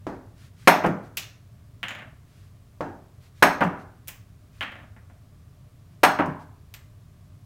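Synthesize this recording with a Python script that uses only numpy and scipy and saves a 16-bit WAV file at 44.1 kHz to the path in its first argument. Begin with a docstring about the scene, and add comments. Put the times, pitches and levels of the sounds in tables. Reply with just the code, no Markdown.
"""A pool cue hits a ball hard three times: trick shots, heard beside the table in a furnished room.
Each time the ball thumps the near cushion, the frame booms, and the ball slaps into the player's palm.
A soft cue tap comes before the first two shots, and after each of them a ball clacks into a pocket.
Every hit is a click, shaped by what is struck and spread by the room. The slate and frame ring on,
cue and sleeve swish, and the ventilation rumbles quietly."""
import sys
import numpy as np
from scipy import signal
from scipy.fft import rfft, irfft
from scipy.io import wavfile
from scipy.ndimage import uniform_filter1d

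SR = 44100
rng = np.random.default_rng(int(sys.argv[2]) if len(sys.argv) > 2 else 0)


def pcm_store(signal):
    """Save signal as 16-bit PCM."""
    levels = np.round(np.clip(np.atleast_2d(signal), -1, 1) * 32767)
    wavfile.write(sys.argv[1], SR, levels.astype(np.int16).T)


N = 328545
HIT_SAMPLES = 40960  # room for one hit to die away

# Hard cue strokes. Each row: hit time in seconds, level in dB, swing length in seconds,
# swish level in dB, then two boosted pitches, each a pitch in Hz and a boost in dB.
# The 45 Hz one is a deep, faint thump under the second stroke.
HARD_STROKES = [(0.6737, 35.46, .16, -59, 623.4, 2.8, 2320, 3),
                (3.424, 33.1, .115, -62.5, 1624, 6.3, 45, 11),
                (6.0326, 32.6, 0.066, -74.5, 717, 4.4, 2880, 1.8)]
# The next three tables list hits. Each row: start in seconds, level in dB, bass in dB, treble in dB,
# resonance pitch in Hz, its boost in dB.
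SOFT_TAPS = [(.0675, 12.5, 6.5, 1, 276.9, 6.5), (2.8068, 19, -0.5, -5.5, 602, 1)]  # cue on ball
CUSHION_HITS = [(.8390, 23.5, 4, -2, 557, 2.5), (3.6080, 27, -3.5, -2, 1520, 2.5),
                (6.1895, 28.5, -14, -8.5, 272, 14)]  # ball on cushion
FRAME_BOOMS = [(.8640, 28, 2, -1, 186, 6), (3.6380, 24.5, -3, 0, 162.7, 10),
               (6.2600, 19, -1.5, -13, 150, 12.5)]  # the frame as the ball rebounds


def cue_strokes():
    """The leather tip hits the ball hard, bringing out the cue's bright resonances."""
    # The tone of a stroke. Each row: frequency in Hz, level in dB.
    tone = [(30, -28), (90, -23.5), (135, -14.5), (175, -4.5), (470, -3.5), (750, 2), (1600, -3.5),
            (2500, -8.5), (3400, -17.5), (5000, -23), (7400, -30.5), (12000, -30), (15500, -34.5)]
    # The cue's resonances. Each row: pitch in Hz, width in Hz, boost in dB.
    cue_peaks = [(4180, 200, 6.5), (5408, 160, 9), (6460, 350, 8.5), (8200, 290, 11), (9427, 280, 8.5),
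                 (11200, 320, 6), (11830, 520, 9.5), (13050, 280, 7.5)]
    bass_db, treble_db = -1, 0
    hits = [(s, db, bass_db, treble_db, *boosts) for s, db, _, _, *boosts in HARD_STROKES]
    return impacts(hits, tone, cue_peaks, grit=1.8, tilt_db=-4,
                   scatter_db=14, scatter_s=0.0057, tail_db=10.5, tail_stretch=0.93)


def cue_taps():
    """The cue nudges a ball with a soft, dull knock."""
    # The tone of a tap. Each row: frequency in Hz, level in dB.
    tone = [(50, -13), (130, -4.5), (300, 0), (800, -0.5), (1200, -6), (1800, -13), (2300, -20.5),
            (3500, -29), (6000, -32.5), (10000, -44), (16000, -46)]
    return impacts(SOFT_TAPS, tone, grit=1.4, tilt_db=0,
                   scatter_db=9, scatter_s=0.0023, tail_db=10.5, tail_stretch=1.05)


def cushion_thumps():
    """The ball thumps into the near cushion."""
    # The tone of the cushion. Each row: frequency in Hz, level in dB.
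    tone = [(40, -53), (85, -14), (170, -1), (300, -1), (450, -1.5), (800, 2.5), (1500, -3.5), (2000, -9.5),
            (2900, -17), (3800, -30.5), (7000, -43.5), (16000, -46)]
    return impacts(CUSHION_HITS, tone, grit=2.2, tilt_db=4,
                   scatter_db=11, scatter_s=0.011, tail_db=6.5, tail_stretch=1.177)


def frame_booms():
    """The heavy frame booms as the ball rebounds."""
    # The tone of the frame. Each row: frequency in Hz, level in dB.
    tone = [(50, -17), (100, -13.5), (160, 1.5), (250, -3), (400, -6.5), (900, -20.5), (2000, -45),
            (4000, -47), (16000, -65)]
    return impacts(FRAME_BOOMS, tone, grit=0.34, tilt_db=2,
                   scatter_db=1.5, scatter_s=0.015, tail_db=2, tail_stretch=0.69)


def palm_catches():
    """The ball grazes the fingers, then slaps into the cupped palm."""
    # Catches. Each row: slap time in seconds, level, bass and treble in dB, the fingers' head start in
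    # seconds, resonance pitch in Hz, its boost in dB, pitch of a dip in Hz, its (negative) level in dB.
    catches = [(1.1728, -0.5, 11, 8, 0.0021, 2744, 6.5, 9300, -16),
               (4.0822, -5, 7, 1, .0072, 14800, 12, 4360, -11),
               (6.7407, -5.5, -16, -5, .001, 13200, 9, 10800, -22)]
    # The tone of the hand. Each row: frequency in Hz, level in dB.
    tone = [(100, -16.5), (600, -6), (900, -5), (1400, -3), (2500, 3.5), (3800, -1.5), (6500, -4),
            (10500, -4.5), (13000, -4.5), (15500, -9)]
    hits, graze_db = [], -9.5
    for s, db, bass_db, treble_db, lead_s, *peak_and_dip in catches:
        hits.append((s - lead_s, db + graze_db, bass_db, treble_db))
        hits.append((s, db, bass_db, treble_db, *peak_and_dip))
    return impacts(hits, tone, grit=0.9, tilt_db=3,
                   scatter_db=1, scatter_s=0.0065, tail_db=1.5, tail_stretch=1)


def pocket_clacks():
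    """A ball clacks on others in a pocket; they rattle, softer and duller with each knock."""
    # Clacks. Each row: start in seconds, level in dB, treble in dB, resonance in Hz, its boost in dB.
    clacks = [(1.8308, 7.5, -2, 3000, 7.5), (1.8840, -3, 7.5, 6950, 15.5), (4.6090, 11.5, -8, 3080, 8),
              (4.6275, 8, -6, 1910, -3), (4.9649, -8.5, -26, 1900, 3), (5.0996, -13, -29, 690, 9)]
    # The tone of balls in a pocket. Each row: frequency in Hz, level in dB.
    tone = [(80, -39), (220, 0.5), (400, -13.5), (700, -3), (1000, -3), (1800, 5.5), (3100, 0),
            (3750, -8.5), (4800, -20), (10000, -27), (15000, -28)]
    # Rattles. Each row: start in seconds, the first knock's level in dB, its treble in dB.
    rattles = [(1.9080, 1, 0), (4.7200, -5, -5.5)]
    count, gap_s, shrink, jitter = 4, 0.039, 0.98, 0.13
    fall_db, dulling_db = 2.1, 4  # per knock
    hollow_hz, hollow_db = 610, 7.7  # the pocket's own resonance
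    knocks = list(clacks)
    for start, db, treble_db in rattles:
        gaps = gap_s * shrink ** np.arange(count) * (1 + jitter * rng.uniform(-1, 1, count))
        for n, s in enumerate(start + np.cumsum(gaps) - gaps):
            knocks.append((s, db - n * fall_db, treble_db - n * dulling_db, hollow_hz, hollow_db))
    # A softer knock is a longer contact, so it has more bass.
    bass_per_db, neutral_db = 0.65, 7
    hits = [(s, db, bass_per_db * (neutral_db - db), *rest) for s, db, *rest in knocks]
    return impacts(hits, tone, grit=0.4, tilt_db=2.5,
                   scatter_db=-1.5, scatter_s=0.007, tail_db=0.5, tail_stretch=1)


def frame_ticks():
    """A light, bright tick comes with each boom: the harder the boom, the louder the tick."""
    # The tone of a tick. Each row: frequency in Hz, level in dB.
    tone = [(500, -31), (2500, -12), (6000, 2.5), (9000, -4.5), (15000, -7.5)]
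    softer_db, bass_db, treble_db, peak_hz, peak_db = 38.5, 2, -4.5, 4900, 4
    hits = [(s, db - softer_db, bass_db, treble_db, peak_hz, peak_db) for s, db, *_ in FRAME_BOOMS]
    return impacts(hits, tone, grit=0.9, tilt_db=-1.5,
                   scatter_db=-10, scatter_s=0.0057, tail_db=-4, tail_stretch=0.9)


def table_ring(hits, ring_db, tilt_db, rise_s):
    """Slate and frame ring after a hit; soft contact favours low notes (tilt_db is per octave)."""
    # The table's natural notes. Each row: pitch in Hz, level in dB, seconds to fade by 60 dB.
    notes = [(88.6, -17, 0.78), (171.7, 0, 0.39), (233.6, -7, 0.43), (281, 1.5, 0.44), (323, -6, .45),
             (400, -2, 0.39), (613, 3, .45), (764, -4, 0.32), (854, -3.5, 0.31), (920, 0, 0.33),
             (973, -3.5, 0.52), (1190, -4, 0.19), (1525, -5, 0.41), (1625, -3.5, .45), (2054, -11, 0.32),
             (2225, -9.5, .3)]
    out, t = np.zeros(N), np.arange(SR) / SR
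    for s, db, *_ in hits:
        ring = np.zeros(SR)
        for hz, note_db, fade_s in notes:
            fade = gain_of(note_db + tilt_db * np.log2(hz / 400) - 60 * t / fade_s)
            ring += fade * np.sin(2 * np.pi * (hz * t + rng.random()))
        add(out, s, gain_of(db + ring_db) * ring * (1 - np.exp(-t / rise_s)))
    return out


def swishes():
    """Cue and sleeve brush softly around each stroke and as the player reaches over the table."""
    # Sleeve brushes between shots. Each row: start in seconds, length in seconds, level in dB.
    reaches = [(2.24, 0.29, -65.5), (4.516, 0.12, -63)]
    # The tone of a swish. Each row: frequency in Hz, level in dB.
    tone = [(300, -16.5), (1500, 4), (4500, -0.5), (8000, -6.5), (14000, -12), (16000, -16)]
    clear_after_s, clear_length_s, clear_db = 0.346, 0.078, -63
    level, moves = np.zeros(N), list(reaches)
    for s, _, swing_s, db, *_ in HARD_STROKES:
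        moves.append((s - 2.02 * swing_s, swing_s, db))  # draw back
        moves.append((s - 0.75 * swing_s, swing_s, db))  # drive forward
        moves.append((s + clear_after_s, clear_length_s, clear_db))  # pull clear
    for s, length_s, db in moves:
        swell = np.sqrt(abs(np.hanning(round(length_s * SR))))
        add(level, s, gain_of(db) * swell)
    return level * noise(lambda hz: gain_of(curve(tone, hz)))


def background():
    """Low ventilation rumble, faint blurred fan tones and the thin hiss of the room's air."""
    # The tones of the rumble and the air. Each row: frequency in Hz, relative level in dB.
    rumble_tone = [(15, -17.5), (35, -14), (55, -5.5), (68, -7.5), (95, 2), (125, -2), (170, -10),
                   (230, -20), (330, -30.5), (600, -58.5)]
    air_tone = [(150, -26), (250, 0), (372, -9), (398, -3), (507, -12), (603, -8.5), (882, -15.5),
                (1180, -9.5), (1290, -15), (2760, -20), (15500, -27.5)]
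    # Fan tones. Each row: pitch in Hz, width in Hz, level in dB.
    fan_tones = [(605, 12, -77), (690, 30, -79.5)]
    rumble_db, air_db = -49.5, -64
    rumble = gain_of(rumble_db) * noise(lambda hz: gain_of(curve(rumble_tone, hz)))
    fan = sum(gain_of(db) * noise(lambda hz: bump(hz, f, width)) for f, width, db in fan_tones)
    air = gain_of(air_db) * noise(lambda hz: gain_of(curve(air_tone, hz)))
    return rumble + fan + air


def impacts(hits, tone, peaks=(), **path_settings):
    """Each hit (a row as in SOFT_TAPS) is a click shaped by what is struck, then spread by the room."""
    out, hz = np.zeros(N), np.fft.rfftfreq(HIT_SAMPLES, 1 / SR)
    shared_db = curve(tone, hz) + sum(db * bump(hz, f, width) for f, width, db in peaks)
    bass = 1 / (1 + (hz / 400) ** 2)
    treble = 1 / (1 + (2200 / (hz + 1)) ** 2)
    for s, db, bass_db, treble_db, *boosts in hits:
        own_db = db + bass_db * bass + treble_db * treble
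        own_db += sum(boost * bump(hz, f, 0.17 * f + 60) for f, boost in np.reshape(boosts, (-1, 2)))
        add(out, s, signal.fftconvolve(click(shared_db + own_db), room_path(**path_settings)))
    return out


def room_path(grit, tilt_db, scatter_db, scatter_s, tail_db, tail_stretch):
    """How a hit reaches the listener: the contact, its echoes, scattered reflections, a fading tail."""
    # The room's tail. Each row: frequency in Hz, seconds to fade by 60 dB (before tail_stretch).
    fade_times = [(80, .75), (170, 0.55), (350, 0.5), (700, 0.46), (1500, 0.45), (3000, 0.35), (6000, .4),
                  (10000, 0.24), (16000, 0.32)]
    # Early echoes from cloth, ceiling and shelves. Each row: delay in seconds, strength as a factor.
    echoes = [(.0035, .5), (.0056, .3), (.0092, .35), (0.026, 0.14)]
    t = np.arange(HIT_SAMPLES) / SR
    hz, when, spectrum = signal.stft(rng.standard_normal(HIT_SAMPLES), SR, nperseg=256)
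    fade = gain_of(-60 * when / (tail_stretch * curve(fade_times, hz)[:, None]))
    tail = signal.istft(spectrum * fade, SR, nperseg=256)[1][:HIT_SAMPLES]
    tail *= 1 - np.exp(-t / 0.0021)
    reflections_per_s = 4000  # off rails and furniture
    scatter = rng.standard_normal(HIT_SAMPLES) * (rng.random(HIT_SAMPLES) < reflections_per_s / SR)
    scatter *= t * np.exp(-t / scatter_s)
    # The surfaces scrape as they grip; more grit makes that louder and longer.
    scrape = rng.standard_normal(HIT_SAMPLES) * np.exp(-t / (grit * 0.00053))
    contact = unit_level(unit_level(t == 0) + grit * unit_level(scrape))
    # A leather tip starts dull; a slap or a clack sends its treble straight ahead.
    octaves = np.log2((np.fft.rfftfreq(HIT_SAMPLES, 1 / SR) + 400) / 2900)
    contact = signal.fftconvolve(contact, click(tilt_db * octaves))[:HIT_SAMPLES]
    path = contact + gain_of(tail_db) * unit_level(tail) + gain_of(scatter_db) * unit_level(scatter)
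    for delay_s, gain in echoes:
        add(path, delay_s, gain * contact)
    # Many paths together favour no broad range of pitch, so even out the tone.
    power = uniform_filter1d(abs(rfft(path)) ** 2, size=260)
    flatten = click(-10 * np.log10(power / HIT_SAMPLES + 1e-12))
    return signal.fftconvolve(path, flatten)[:HIT_SAMPLES] / np.sqrt(HIT_SAMPLES)


def click(tone_db):
    """The shortest click that has this tone and makes no sound before it is struck."""
    log_gain = np.log(gain_of(np.concatenate([tone_db, tone_db[-2:0:-1]])))
    spectrum = np.exp(np.conj(signal.hilbert(log_gain)))
    return np.fft.ifft(spectrum).real[:HIT_SAMPLES // 8]


def noise(shape):
    """Steady noise at level 1; shape(Hz) says how strong each frequency is."""
    spectrum = rfft(rng.standard_normal(N)) * shape(np.fft.rfftfreq(N, 1 / SR))
    return unit_level(irfft(spectrum, N))


def bump(hz, centre, width):
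    """A smooth peak of height 1 around one pitch."""
    return 1 / (1 + (2 * (hz - centre) / width) ** 2)


def curve(points, hz):
    """Joins (Hz, value) points with lines that run straight on a pitch scale."""
    f, value = np.transpose(points)
    return np.interp(np.log(hz + 1), np.log(f + 1), value)


def gain_of(db):
    """Turns decibels into a factor to multiply by."""
    return 10 ** (np.asarray(db) / 20)


def unit_level(x):
    """Scales a sound to an average (rms) level of 1."""
    return x / np.sqrt(np.mean(x ** 2) + 1e-20)


def add(mix, s, sound):
    """Lays a sound into the mix, starting at s seconds."""
    part = mix[round(s * SR):][:len(sound)]
    part += sound[:len(part)]


def scene():
    """All the hits, the ringing table, the swishes and the quiet room, in one channel."""
    hits = cue_strokes() + cue_taps() + cushion_thumps() + frame_booms()
    hits += palm_catches() + pocket_clacks() + frame_ticks()
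    ring = table_ring(HARD_STROKES, ring_db=-58.5, tilt_db=0.3, rise_s=0.0027)
    ring += table_ring(CUSHION_HITS, ring_db=-58.5, tilt_db=-4, rise_s=0.009)
    ring += table_ring(SOFT_TAPS, ring_db=-59, tilt_db=-3.5, rise_s=0.025)
    return (hits + ring + swishes() + background())[None]


def record(dry):
    """The hardest strokes overload the input and are rounded off; then the highest treble is cut."""
    clipped = dry / (1 + dry ** 8) ** (1 / 8)
    treble_cut = signal.firwin(161, cutoff=16050, window=("kaiser", 8), fs=SR)
    return signal.oaconvolve(clipped, treble_cut[None], "same")


dry = scene()
out = record(dry)
pcm_store(out)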